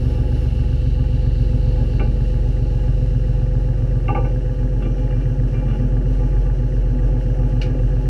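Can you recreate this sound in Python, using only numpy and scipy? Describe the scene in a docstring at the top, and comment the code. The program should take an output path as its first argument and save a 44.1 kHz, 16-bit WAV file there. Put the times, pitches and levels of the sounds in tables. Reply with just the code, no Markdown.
"""A six-cylinder diesel idles under a truck-mounted crane that slews a bucket and scale over a pond.
The exhaust throbs in harmonics of the engine cycle, injectors tick, and forced vibration makes the deck,
boom tube and steel frame drone at their resonances. The gear pump sings at its tooth rate, oil hisses
and whistles in the valves, and the boom groans. Impacts excite free, damped vibration: the load clanks
on its frame, the scale's shackle jingles, and the hook gives one sharp clink."""
import sys
import numpy as np
from scipy.fft import rfft, irfft, next_fast_len
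from scipy.io import wavfile
from scipy.ndimage import uniform_filter1d, map_coordinates

SR = 44100
rng = np.random.default_rng(int(sys.argv[2]) if len(sys.argv) > 2 else 0)


def transcribe(u):
    """Save the signal u as a 16-bit wav file named by the first command-line argument.

    u: samples, shape (n,) or (channels, n), limited to [-1, 1]; the rate is SR.
    q: integer samples, one column per channel.
    """
    v = np.clip(np.atleast_2d(u).T, -1, 1)
    q = np.round(v * 32767).astype(np.int16)
    wavfile.write(sys.argv[1], SR, q)


N = 356767


def amp(db):
    """Amplitude ratio of a level in decibels."""
    return 10 ** (np.asarray(db) / 20)


def unit(x):
    """Normalisation to rms 1."""
    return x / np.sqrt(np.mean(x ** 2) + 1e-20)


def curve(rows):
    """Linear interpolation of (seconds, value) rows, one value per sample."""
    return np.interp(np.arange(N) / SR, *np.transpose(rows))


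def wobble(rate):
    """Random modulation: a smooth curve with rate knots a second."""
    knots = rng.standard_normal(int(N * rate / SR) + 4)
    steps = np.arange(0, N, 20)
    return np.interp(np.arange(N), steps, map_coordinates(knots, [steps * rate / SR]))


def swung(levels_db, share):
    """Interpolation between two levels: boom out over the pond (share 0) and round at the truck (1)."""
    out_db, round_db = levels_db
    return out_db + share * (round_db - out_db)


def filtered(x, response):
    """Linear filtering: the spectrum of x times a frequency response."""
    size = next_fast_len(len(x) + SR // 2)
    return irfft(rfft(x, size) * response(np.fft.rfftfreq(size, 1 / SR)), size)[:len(x)]


def colour(x, points):
    """Spectral shaping of x by (Hz, dB) points, at rms 1."""
    hz, db = np.transpose(points)
    return unit(filtered(x, lambda f: amp(np.interp(np.log(f + 1), np.log(hz), db))))


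def noise(points):
    """Gaussian noise shaped by (Hz, dB) points, at rms 1."""
    return colour(rng.standard_normal(N), points)


def buzz(cycles, rough, size=6000):
    """Periodic excitation: broadband vibration repeats each engine cycle, but for a rough power share."""
    pattern = unit(irfft(np.exp(2j * np.pi * rng.random(size // 2 + 1))))
    periodic = np.interp(cycles % 1 * size, np.arange(size), pattern)
    return np.sqrt(1 - rough) * periodic + np.sqrt(rough) * rng.standard_normal(N)


def resonate(x, modes):
    """Forced response of (Hz, bandwidth in Hz, dB) resonators to x, at rms 1."""
    def response(f):
        return sum(amp(db) * 1j * f * width / (hz * hz - f * f + 1j * f * width)
                   for hz, width, db in modes)
    return unit(filtered(x, response))


def ring(modes, t, attack_s):
    """Free vibration of damped (Hz, dB, T60) modes, normalised in power and weighted anew each blow."""
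    hz, db, t60 = np.transpose(modes)[:, :, None]
    gain = amp(db + 1.5 * rng.standard_normal(hz.shape))
    waves = gain * np.exp(-np.log(1000) * t / t60) * np.sin(2 * np.pi * (hz * t + rng.random(hz.shape)))
    onset = (1 - np.exp(-t / attack_s)) ** 2
    return (waves * onset).sum(0) / np.sqrt(np.sum(gain ** 2) / 2)


def favour(hz, spot_hz, lift_db, octaves):
    """Selective excitation: the lift in dB of a mode near the pitch that the struck spot favours."""
    return lift_db * np.exp(-.5 * (np.log2(hz / spot_hz) / octaves) ** 2)


def add(track, start_s, sound):
    """Superposition of a sound on a track."""
    part = track[round(start_s * SR):][:len(sound)]
    part += sound[:len(part)]


# Sizzle of the nearly shut valve. Each row: time in seconds, level in dB.
SIZZLE_LEVEL = [(0, -63), (.45, -62.5), (.8, -73), (1.4, -89)]
# Rush of the valve as the slew gets under way. Each row: time in seconds, level in dB.
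RUSH_LEVEL = [(0, -61), (.7, -64), (1.3, -58.5), (1.9, -59.5), (2.7, -66), (3.8, -82)]


def valve():
    """Throttling noise: oil sizzles in a nearly shut valve, then squeezes through in a narrow-band rush."""
    rush_db = curve(RUSH_LEVEL) + 2 * wobble(9)
    sizzle_db = curve(SIZZLE_LEVEL) + 2 * wobble(9.7)
    sizzle = noise([(4400, -26.5), (5300, 0.5), (6400, -13), (8500, -21), (10100, -11), (11000, -20),
                    (12800, -19.5), (14500, -35)])
    rush = noise([(3300, -34.5), (3900, 2), (4600, 2), (5200, -23.5), (8000, -52)])
    return amp(sizzle_db) * sizzle + amp(rush_db) * rush


# Oil hiss with the boom out, halfway and swung round. Each row: frequency in Hz, relative density in dB.
HISS_OUT = [(1120, -43), (1900, -24), (2260, 1), (2490, -15), (2700, 8), (2850, 7), (3330, -7), (4080, -5),
            (5350, -13.5), (6380, -19.5), (7150, -18.5), (9140, -24), (10200, -20), (14100, -36.5),
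            (15500, -66)]
HISS_HALFWAY = [(1120, -30), (1900, -10.5), (2300, -14), (2820, 2.5), (3330, -12.5), (4110, -7.5),
                (4530, -12.5), (5540, -10), (6110, -15), (7280, -19.5), (7940, -19), (8980, -26.5),
                (10300, -19.5), (14200, -39), (15500, -41.5)]
HISS_ROUND = [(1120, -22), (1900, -10.5), (2240, -16), (2820, 2), (3540, -15), (4190, -9), (4570, -13.5),
              (5790, -9.5), (7090, -20.5), (7600, -22), (8090, -21), (8830, -18.5), (9810, -25.5),
              (12400, -25), (15500, -50.5)]
# Pump and valve whistles. Each row: frequency in Hz, relative level in dB.
WHISTLES = [(4241, -81), (5571, -79), (5910, -78), (6790, -86), (7678, -83), (7989, -91), (8530, -90)]


def hydraulics(slew):
    """Flow noise: as the boom swings, the oil's hiss fades and changes colour and the whistles grow."""
    t = np.arange(N) / SR
    shares = [np.interp(slew, [0, .5, 1], pick) for pick in np.eye(3)]  # equal-power crossfade
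    spectra = [HISS_OUT, HISS_HALFWAY, HISS_ROUND]
    hiss = sum(np.sqrt(share) * noise(points) for share, points in zip(shares, spectra))
    whine = sum(amp(db + 3.1 * wobble(12)) * np.sin(2 * np.pi * hz * t + 0.97 * wobble(60))
                for hz, db in WHISTLES)
    hiss_db = swung((-48.5, -56.5), np.minimum(slew / 0.68, 1))
    flicker_db = 0.79 * wobble(14) + .5 * (1 - slew) * wobble(9.9)
    return amp(hiss_db + flicker_db) * hiss + amp(3 + 3 * slew) * whine


def pump(cycles, slew):
    """Tooth-passing tone: the crankshaft drives a gear pump, which is louder while the boom moves."""
    teeth_per_cycle, flow_rise_db = 68, 9
    flow = uniform_filter1d(np.abs(np.gradient(slew)) * SR, size=SR // 4)
    pressure_db = 3.7 * np.cos(2 * np.pi * cycles) + 0.91 * wobble(15)  # pulses with the engine
    level_db = swung((-39.5, -43), slew) + flow_rise_db * (flow / flow.max() - .5) + 1.5 * wobble(4)
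    tone = np.sin(2 * np.pi * teeth_per_cycle * cycles + 0.33 * wobble(13))
    return amp(level_db + pressure_db) * tone


# Groans of the boom. Each row: time of the peak in seconds, frequency in Hz, relative level in dB,
# Gaussian half-width in seconds.
GROANS = [(0.602, 215, -34.5, 0.099), (1.827, 218, -34, 0.024), (2.139, 216.5, -35.5, 0.17),
          (4.87, 216, -34.5, 0.061), (4.877, 253.6, -29.5, 0.04), (5.01, 255, -29.5, 0.022),
          (5.21, 287, -34.5, 0.021), (5.31, 215, -37, 0.018), (5.66, 215.5, -35, 0.035),
          (5.785, 215.5, -33, 0.11), (6.948, 249, -28.5, 0.051)]


def groans():
    """Resonance: as the load tugs at the boom tube, one of its low modes swells and settles."""
    t = np.arange(N) / SR
    track = np.zeros(N)
    for peak_s, hz, db, width_s in GROANS:
        swell = amp(db + 3) * np.exp(-.5 * ((t - peak_s) / width_s) ** 2)
        track += swell * np.sin(2 * np.pi * hz * t + 0.28 * wobble(25))
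    return track


# Modes of the scale's shackle. Each row: frequency in Hz, relative level in dB, T60 in seconds.
SHACKLE_MODES = [(2170, -14, .2), (2366, -2, 0.38), (2710, -7, 0.18), (2790, -3, 0.22), (2900, -3.5, .18),
                 (2915, -12, .12), (3230, -17, .12), (3420, -14, 0.12), (3570, -20, 0.083)]
# Taps as the boom jerks and brakes. Each row: start in seconds, relative level in dB,
# hardness in dB per octave.
JINGLES = [(1.994, -34.5, -14), (4.823, -38, 23), (4.851, -43, 12), (4.980, -43.5, -3), (5.106, -42.5, -23),
           (5.205, -47, 3), (5.541, -38.5, -2), (5.590, -44, 0), (5.682, -42.5, 14), (5.706, -42.5, 14),
           (5.730, -44, 14), (5.755, -47, 11), (5.805, -53, 6)]


def shackle():
    """Impact and friction: quick, scraping taps ring the shackle, and their decays overlap in a jingle."""
    (steel, scrape), t = np.zeros((2, N)), np.arange(SR // 2) / SR
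    scrape_t60_s = 0.12
    envelope = amp(-3.5 - 60 * t / scrape_t60_s) * (1 - np.exp(-t / 0.0012))
    for start_s, db, hardness in JINGLES:
        modes = [(hz, level + hardness * np.log2(hz / 2600), t60) for hz, level, t60 in SHACKLE_MODES]
        add(steel, start_s, amp(db - 6) * ring(modes, t, attack_s=0.001))
        add(scrape, start_s, amp(db) * envelope)
    return steel + scrape * noise([(700, -29.5), (1200, 4.5), (1700, 1), (2100, -4), (2500, -10),
                                   (2800, 2), (3100, -16.5), (3550, -17.5), (3800, -22), (9000, -53.5)])


# Modes of the hook's ring. Each row: frequency in Hz, relative level in dB, T60 in seconds.
HOOK_MODES = [(1421, -8, 0.15), (1744, -5, .09), (2309, -2, 0.12), (2498, -9, 0.18), (2780, -4, .2),
              (2850, 10, 0.03), (2930, -7, 0.28), (3801, -4, 0.06), (4242, -2.5, 0.09), (4450, -10, .06),
              (4780, -8, 0.09), (5265, -11, .09), (5647, -7, 0.07), (6380, -16, .09), (7350, -19, .09),
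              (8600, -23, 0.1), (9415, -25, .12), (10300, -26, .11), (11650, -27, .12), (12960, -27, .13),
              (14200, -36, .1)]
# Contacts that merge into one clink. Each row: start in seconds, relative level in dB.
HOOK_CONTACTS = [(7.6144, -32.5), (7.6155, -34), (7.629, -38)]


def hook():
    """Impulse response: the hook slips in its ring with a crack, a dry rattle and a short bright tone."""
    (steel, clatter), t = np.zeros((2, N)), np.arange(SR // 2) / SR
    rattle_t60_s, crack_t60_s = 0.24, 0.025
    decay = amp(-12 - 60 * t / rattle_t60_s) + amp(-6 - 60 * t / crack_t60_s)
    envelope = decay * (1 - np.exp(-t / 0.00085))
    for start_s, db in HOOK_CONTACTS:
        add(steel, start_s, amp(db + 2) * ring(HOOK_MODES, t, attack_s=0.00049))
        add(clatter, start_s, amp(db) * envelope)
    clatter *= noise([(900, -29.5), (1450, 0), (1900, -6), (2350, 3.5), (3000, -0.5), (3350, -10.5),
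                      (4300, -4), (5800, -10.5), (8000, -26), (13000, -40), (15500, -57)])
    return steel + clatter


# Modes of the steel frame. Each row: frequency in Hz, relative level in dB when struck,
# free T60 in seconds, relative level in dB when shaken by the engine.
FRAME_MODES = [(705, -17.5, 0.2, -17), (750, -14, 0.13, -4.5), (792, -0.5, 0.25, -9.5),
               (823, -1.5, 0.22, -3.5), (839.7, -3, 0.35, 3.5), (926, -16, 0.6, -9.5),
               (1146, -13.5, 0.23, -16), (1178.5, -4.5, 0.29, -4), (1190, -12, 0.25, -24),
               (1290, -20, 0.12, -28), (1385, -18.5, 0.13, -22), (1470, -16, .13, -26.5),
               (1513, -6, 0.21, -9), (1655, -19.5, 0.14, -7), (1715, -19, .16, -24),
               (1880, -28, 0.44, -10.5), (2142, -14, 0.11, -26.5), (2172, -6.5, 0.12, -15.5),
               (2220, -11, 0.13, -24), (2254, -15.5, 0.17, -29), (2376, -11.5, 0.39, -9.5),
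               (2710, -8.5, 0.17, -20.5), (2715, -5, 0.2, -14), (2830, -10.5, 0.18, -23.5)]


def frame_hum(cycles, sway):
    """Forced vibration: the engine shakes the frame's modes, whose bandwidths follow from their decay."""
    drive = amp(1.64 * wobble(11)) * sway
    shake = colour(buzz(cycles, rough=0.38), [(550, -28.5), (700, 5.5), (2900, -0.5), (3500, -22.5)])
    modes = [(hz, np.log(1000) / np.pi / t60, db) for hz, _, t60, db in FRAME_MODES]
    return resonate(drive * shake, modes)


# Modes of the deck panels. Each row: frequency in Hz, bandwidth in Hz, relative level in dB.
DECK_MODES = [(319.6, 12, -0.5), (361.4, 30, -3), (399.3, 18, -7), (435, 9.2, -5.5), (490, 17, -2.5),
              (502.3, 5.8, 0), (535.5, 6.8, 0), (601.7, 13, -7), (626.5, 22, -10)]


def deck_drone(cycles, sway):
    """Structure-borne sound: what the engine mounts transmit drives the deck panels at resonance."""
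    mounts = [(200, -10), (300, 3.5), (535, 4), (565, -18.5), (600, 2), (640, -2.5), (680, -14.5),
              (1500, -35)]
    return resonate(sway * colour(buzz(cycles, rough=0.16), mounts), DECK_MODES)


# Blows of the load on the frame. Each row: start in seconds, level in dB, hardness in dB per octave,
# frequency in Hz that the struck spot favours, level of the deck's thud in dB.
CLANKS = [(1.802, -40, -12, 830, -36), (1.994, -33.5, 3, 2360, -38), (2.001, -29, -6, 1510, -26),
          (2.019, -36, 2, 1180, -34), (2.047, -44, 0, 2750, -31), (4.081, -26.5, 2, 2150, -36),
          (4.086, -19.5, -6, 790, -38), (4.089, -29, -3, 1180, -40), (4.104, -34.5, 3, 2720, -42),
          (4.116, -35, -4, 1510, -28), (4.147, -26.5, 0, 2150, -32), (4.149, -22, -7, 810, -34),
          (4.158, -24.5, -7.5, 1510, -32), (4.175, -27.5, -3, 1180, -25), (4.204, -35, -6, 820, -40),
          (4.244, -37, -2, 2360, -34), (4.251, -31.5, -6, 1510, -28), (4.293, -44, 1, 2750, -34),
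          (4.820, -41, 0, 1180, -38), (4.850, -41, 0, 1180, -33), (4.866, -40, -8, 840, -38),
          (4.962, -42, -8, 840, -44), (5.104, -40, -2, 840, -38), (5.540, -44, 0, 1180, -40),
          (5.572, -41, -6, 830, -44), (5.617, -41, -8, 830, -32), (5.678, -43, -2, 1180, -33),
          (5.722, -43, -3, 840, -37), (5.746, -43, -2, 1510, -40), (6.452, -41, -4, 1180, -42),
          (7.744, -42, -2, 830, -29), (7.790, -44, -2, 1180, -42)]


def clanks():
    """Modal response to impact: each blow rings the frame, high modes first, and thumps the deck."""
    (steel, chatter, knock), t = np.zeros((3, N)), np.arange(SR // 4) / SR
    chatter_t60_s, knock_t60_s = 0.1, 0.13
    ring_share = .6  # share of the ring time left while the load leans on the frame
    # a heavy push favours the low panels
    deck = [(hz, db - 3 * np.log2(hz / 360), np.log(1000) / np.pi / width)
            for hz, width, db in DECK_MODES]
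    rise_s = 0.0017 * 1100 / np.array(FRAME_MODES)[:, :1]  # low bending waves are slower and swell later
    for start_s, db, hardness, spot_hz, thud_db in CLANKS:
        modes = [(hz, level + hardness * np.log2(hz / 1100) + favour(hz, spot_hz, lift_db=6, octaves=.11),
                  ring_share * t60) for hz, level, t60, _ in FRAME_MODES]
        add(steel, start_s, amp(db) * ring(modes, t, rise_s))
        add(steel, start_s, amp(thud_db) * ring(deck, t, attack_s=0.0034))
        add(chatter, start_s, amp(db - 14.5 - 60 * t / chatter_t60_s) * (1 - np.exp(-t / 0.00076)) ** 2)
        add(knock, start_s, amp(thud_db - 60 * t / knock_t60_s) * (1 - np.exp(-t / 0.0018)))
    # the deck's dull thud
    knock *= noise([(150, -18), (220, 2.5), (330, 4.5), (450, -1.5), (560, -15), (700, -10),
                    (1000, -39.5), (3000, -88.5)])
    # the parts buzz against each other
    chatter *= noise([(200, -9), (380, 8), (800, 11), (1050, -17), (1500, 4), (1900, -13.5), (2250, -6),
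                      (2900, -1), (3200, -18), (8000, -47)])
    return steel + knock + chatter


# Modes of the boom tube. Each row: frequency in Hz, bandwidth in Hz, relative level in dB.
TUBE_MODES = [(219.3, 6.2, -2), (251.3, 6.2, 6.5), (281, 12, -15)]
# Hum of the tube. Each row: time in seconds, relative level in dB.
TUBE_LEVEL = [(0, -38), (1.5, -37.5), (2.6, -46.5), (3.6, -42.5), (4.6, -39), (5.5, -35), (8.1, -38)]


def tube_hum(cycles, slew):
    """Amplitude modulation: the boom tube's resonant hum swells once in every engine cycle."""
    pulse_db = 1.5 * np.cos(2 * np.pi * (cycles - .03 - 0.13 * slew))
    level_db = curve(TUBE_LEVEL) + wobble(7.6) + pulse_db
    shake = colour(buzz(cycles, rough=0.4), [(170, -25), (205, -1), (290, -0.5), (400, -33.5)])
    return amp(level_db) * resonate(shake, TUBE_MODES)


# Spectrum of the engine's rumble. Each row: frequency in Hz, relative density in dB.
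RUMBLE_SPECTRUM = [(15, -19.5), (45, 2.5), (80, 0.5), (130, 5), (185, -10.5), (300, -8.5), (520, -10.5),
                   (560, -30.5), (850, -28.5), (1000, -38.5), (1400, -29.5), (2200, -45.5), (5000, -63.5)]
# Engine effort. Each row: time in seconds, gain of the chassis vibration in dB.
EFFORT = [(0, 3.5), (.9, -0.5), (1.4, 0), (2.1, 1), (3.7, -0.5), (4.7, 0.5), (8.1, 2)]


def chassis(cycles, slew):
    """Mechanical coupling: deck, tube, frame and a broad rumble all follow the engine's effort."""
    sway = amp(1.04 * wobble(9))  # waver common to deck and frame
    deck = amp(swung((-41, -38.5), slew)) * deck_drone(cycles, sway)
    tube = tube_hum(cycles, slew)
    frame = amp(swung((-50, -48.5), slew)) * frame_hum(cycles, sway)
    rumble = amp(swung((-32, -31), slew)) * colour(buzz(cycles, rough=0.55), RUMBLE_SPECTRUM)
    return amp(curve(EFFORT)) * (deck + tube + frame + rumble)


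# Modes of the rocker cover. Each row: frequency in Hz, relative level in dB, T60 in seconds.
COVER_MODES = [(1260, -6, .04), (1400, -3, .035), (1530, -1, .03), (1650, 0, .03), (1770, -1, .03),
               (1900, -1, .03), (2030, -7, .03), (2600, -8, .025), (2850, -6, .025)]
# The three nearer cylinders each tick, then tap again. Each row: position as a share of the cycle,
# relative level in dB, favoured frequency in Hz.
TICKS = [(.235, -47.5, 1800), (.30, -49.5, 1520), (.565, -46, 1900), (.635, -49, 1760), (.895, -42.5, 1630),
         (.965, -55, 1680)]
# Hiss beneath the ticks. Each row: frequency in Hz, relative density in dB.
TICK_HISS_SPECTRUM = [(600, -34), (1100, -15), (1400, -10.5), (1660, 2.5), (1900, -13.5), (2050, -5),
                      (2500, -10.5), (2850, -9.5), (3300, -25.5), (6000, -22.5), (11000, -26.5),
                      (15000, -63)]


def injectors(cycles, slew, facing):
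    """Periodic impacts: injectors and valves tap the rocker cover every cycle, over a pulsing hiss."""
    taps, t = np.zeros(N), np.arange(SR // 25) / SR
    cam = cycles + .03 * slew  # the ticks come sooner once the boom has swung round
    for cycle in range(int(cam[-1]) + 1):
        for share, db, spot_hz in TICKS:
            modes = [(hz, level + favour(hz, spot_hz, lift_db=11, octaves=.09), t60)
                     for hz, level, t60 in COVER_MODES]
            tap = amp(db + 2 * rng.standard_normal()) * ring(modes, t, attack_s=0.00061)
            if cycle + share > cam[0]:
                add(taps, np.searchsorted(cam, cycle + share) / SR, tap)
    puff_phase = (3 * cycles + .37) % 1
    puffs = unit(amp(-12 * puff_phase) * (1 - np.exp(-puff_phase / 0.065)))
    hiss = amp(-65) * puffs * noise(TICK_HISS_SPECTRUM)
    return amp(2.2 * facing) * (taps + hiss)


# The firing note. 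Each row: time in seconds, level in dB.
FIRING_LEVEL = [(0, -23.5), (1.0, -19), (3.4, -18), (4.5, -20.5), (5.6, -19.5), (6.2, -16.5), (8.1, -18)]
# The exhaust's throb. Each row: time in seconds, gain in dB.
THROB_GAIN = [(0, 0), (.4, -2.5), (1.5, 0.5), (2.2, -2), (2.9, 0), (3.9, 1.3), (4.5, -1.5), (5.0, -0.5),
              (5.3, 2.5), (6.0, 1), (6.7, -0.5), (7.4, 1.5)]
# Harmonics of the throb. Each row: multiple of the cycle rate, relative level in dB with the boom out,
# relative level in dB with it swung round.
THROB_HARMONICS = [(7, -34, -48.5), (12, -48.5, -48), (13, -30.5, -33.5), (15, -26, -30), (16, -26, -28),
                   (17, -52.5, -66), (18, -27.5, -29.5), (19, -36, -65), (20, -76, -38.5), (21, -40, -47),
                   (24, -41, -48), (29, -48, -64), (30, -42.5, -54.5), (33, -41.5, -42), (34, -49, -42.5),
                   (35, -44.5, -51.5)]
# Uneven cylinders, in firing order. 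Each entry: gain of the throb in dB with the boom swung round.
CYLINDER_GAINS = (-1, -6, -10, 0.5, 3.5, 1.5)


def exhaust(cycles, slew, facing):
    """Harmonic series of the cycle rate: firing note, booming cab and the throb of uneven cylinders."""
    angle = 2 * np.pi * (cycles + 0.0027 * wobble(14))
    firing = np.sin(6 * angle) * amp(curve(FIRING_LEVEL) + (0.9 + .5 * facing) * wobble(11))
    cab_db = swung((-18.5, -33.5), slew) + 0.5 * slew * wobble(5.4)  # grows unsteady as it fades
    cab = np.cos(9 * angle) * amp(cab_db)
    dispersion = .03 + .045 * facing  # the silencer spreads each cycle's thump into a double beat
    lope = amp(facing * np.interp(6 * cycles, np.arange(6), CYLINDER_GAINS, period=6))
    throb = np.zeros(N)
    for order, *levels_db in THROB_HARMONICS:
        lag = dispersion * (order - 16) ** 2 if order < 22 else 0
        drift = (.1 + .13 * facing) * wobble(4)
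        harmonic = amp(swung(levels_db, facing)) * np.sin(order * angle - lag + drift)
        throb += harmonic * lope if order > 10 else harmonic  # weak cylinders leave a lull
    return np.sqrt(2) * (firing - cab + amp(curve(THROB_GAIN)) * throb)


# Engine speed. Each row: time in seconds, four-stroke cycles per second.
CYCLE_RATE = [(0.0, 7.451), (1.0, 7.453), (1.8, 7.4), (3.0, 7.437), (3.6, 7.422), (4.6, 7.42), (5.3, 7.477),
              (6.0, 7.515), (7.3, 7.502), (8.1, 7.474)]
# Swing of the boom. Each row: time in seconds, position from 0 (over the pond) to 1 (at the truck).
SLEW = [(0, 0.15), (.8, 0.14), (3.2, 0.49), (4.4, 0.77), (5.2, 0.98), (8.1, 0.97)]


def scene():
    """Superposition of engine, hydraulics and load, heard from the boom."""
    cycles = np.cumsum(curve(CYCLE_RATE)) / SR + .48
    slew = curve(SLEW)
    facing = slew ** 3  # the engine comes into direct earshot late in the swing
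    engine = exhaust(cycles, slew, facing) + chassis(cycles, slew) + injectors(cycles, slew, facing)
    oil = pump(cycles, slew) + hydraulics(slew) + valve()
    load = groans() + clanks() + shackle() + hook()
    return (engine + oil + load)[None]


def record(dry):
    """Band limiting: an ideal low-pass filter removes the highest treble."""
    cutoff_hz = 15000
    return np.array([filtered(channel, lambda hz: hz < cutoff_hz) for channel in dry])


dry = scene()
out = record(dry)
transcribe(out)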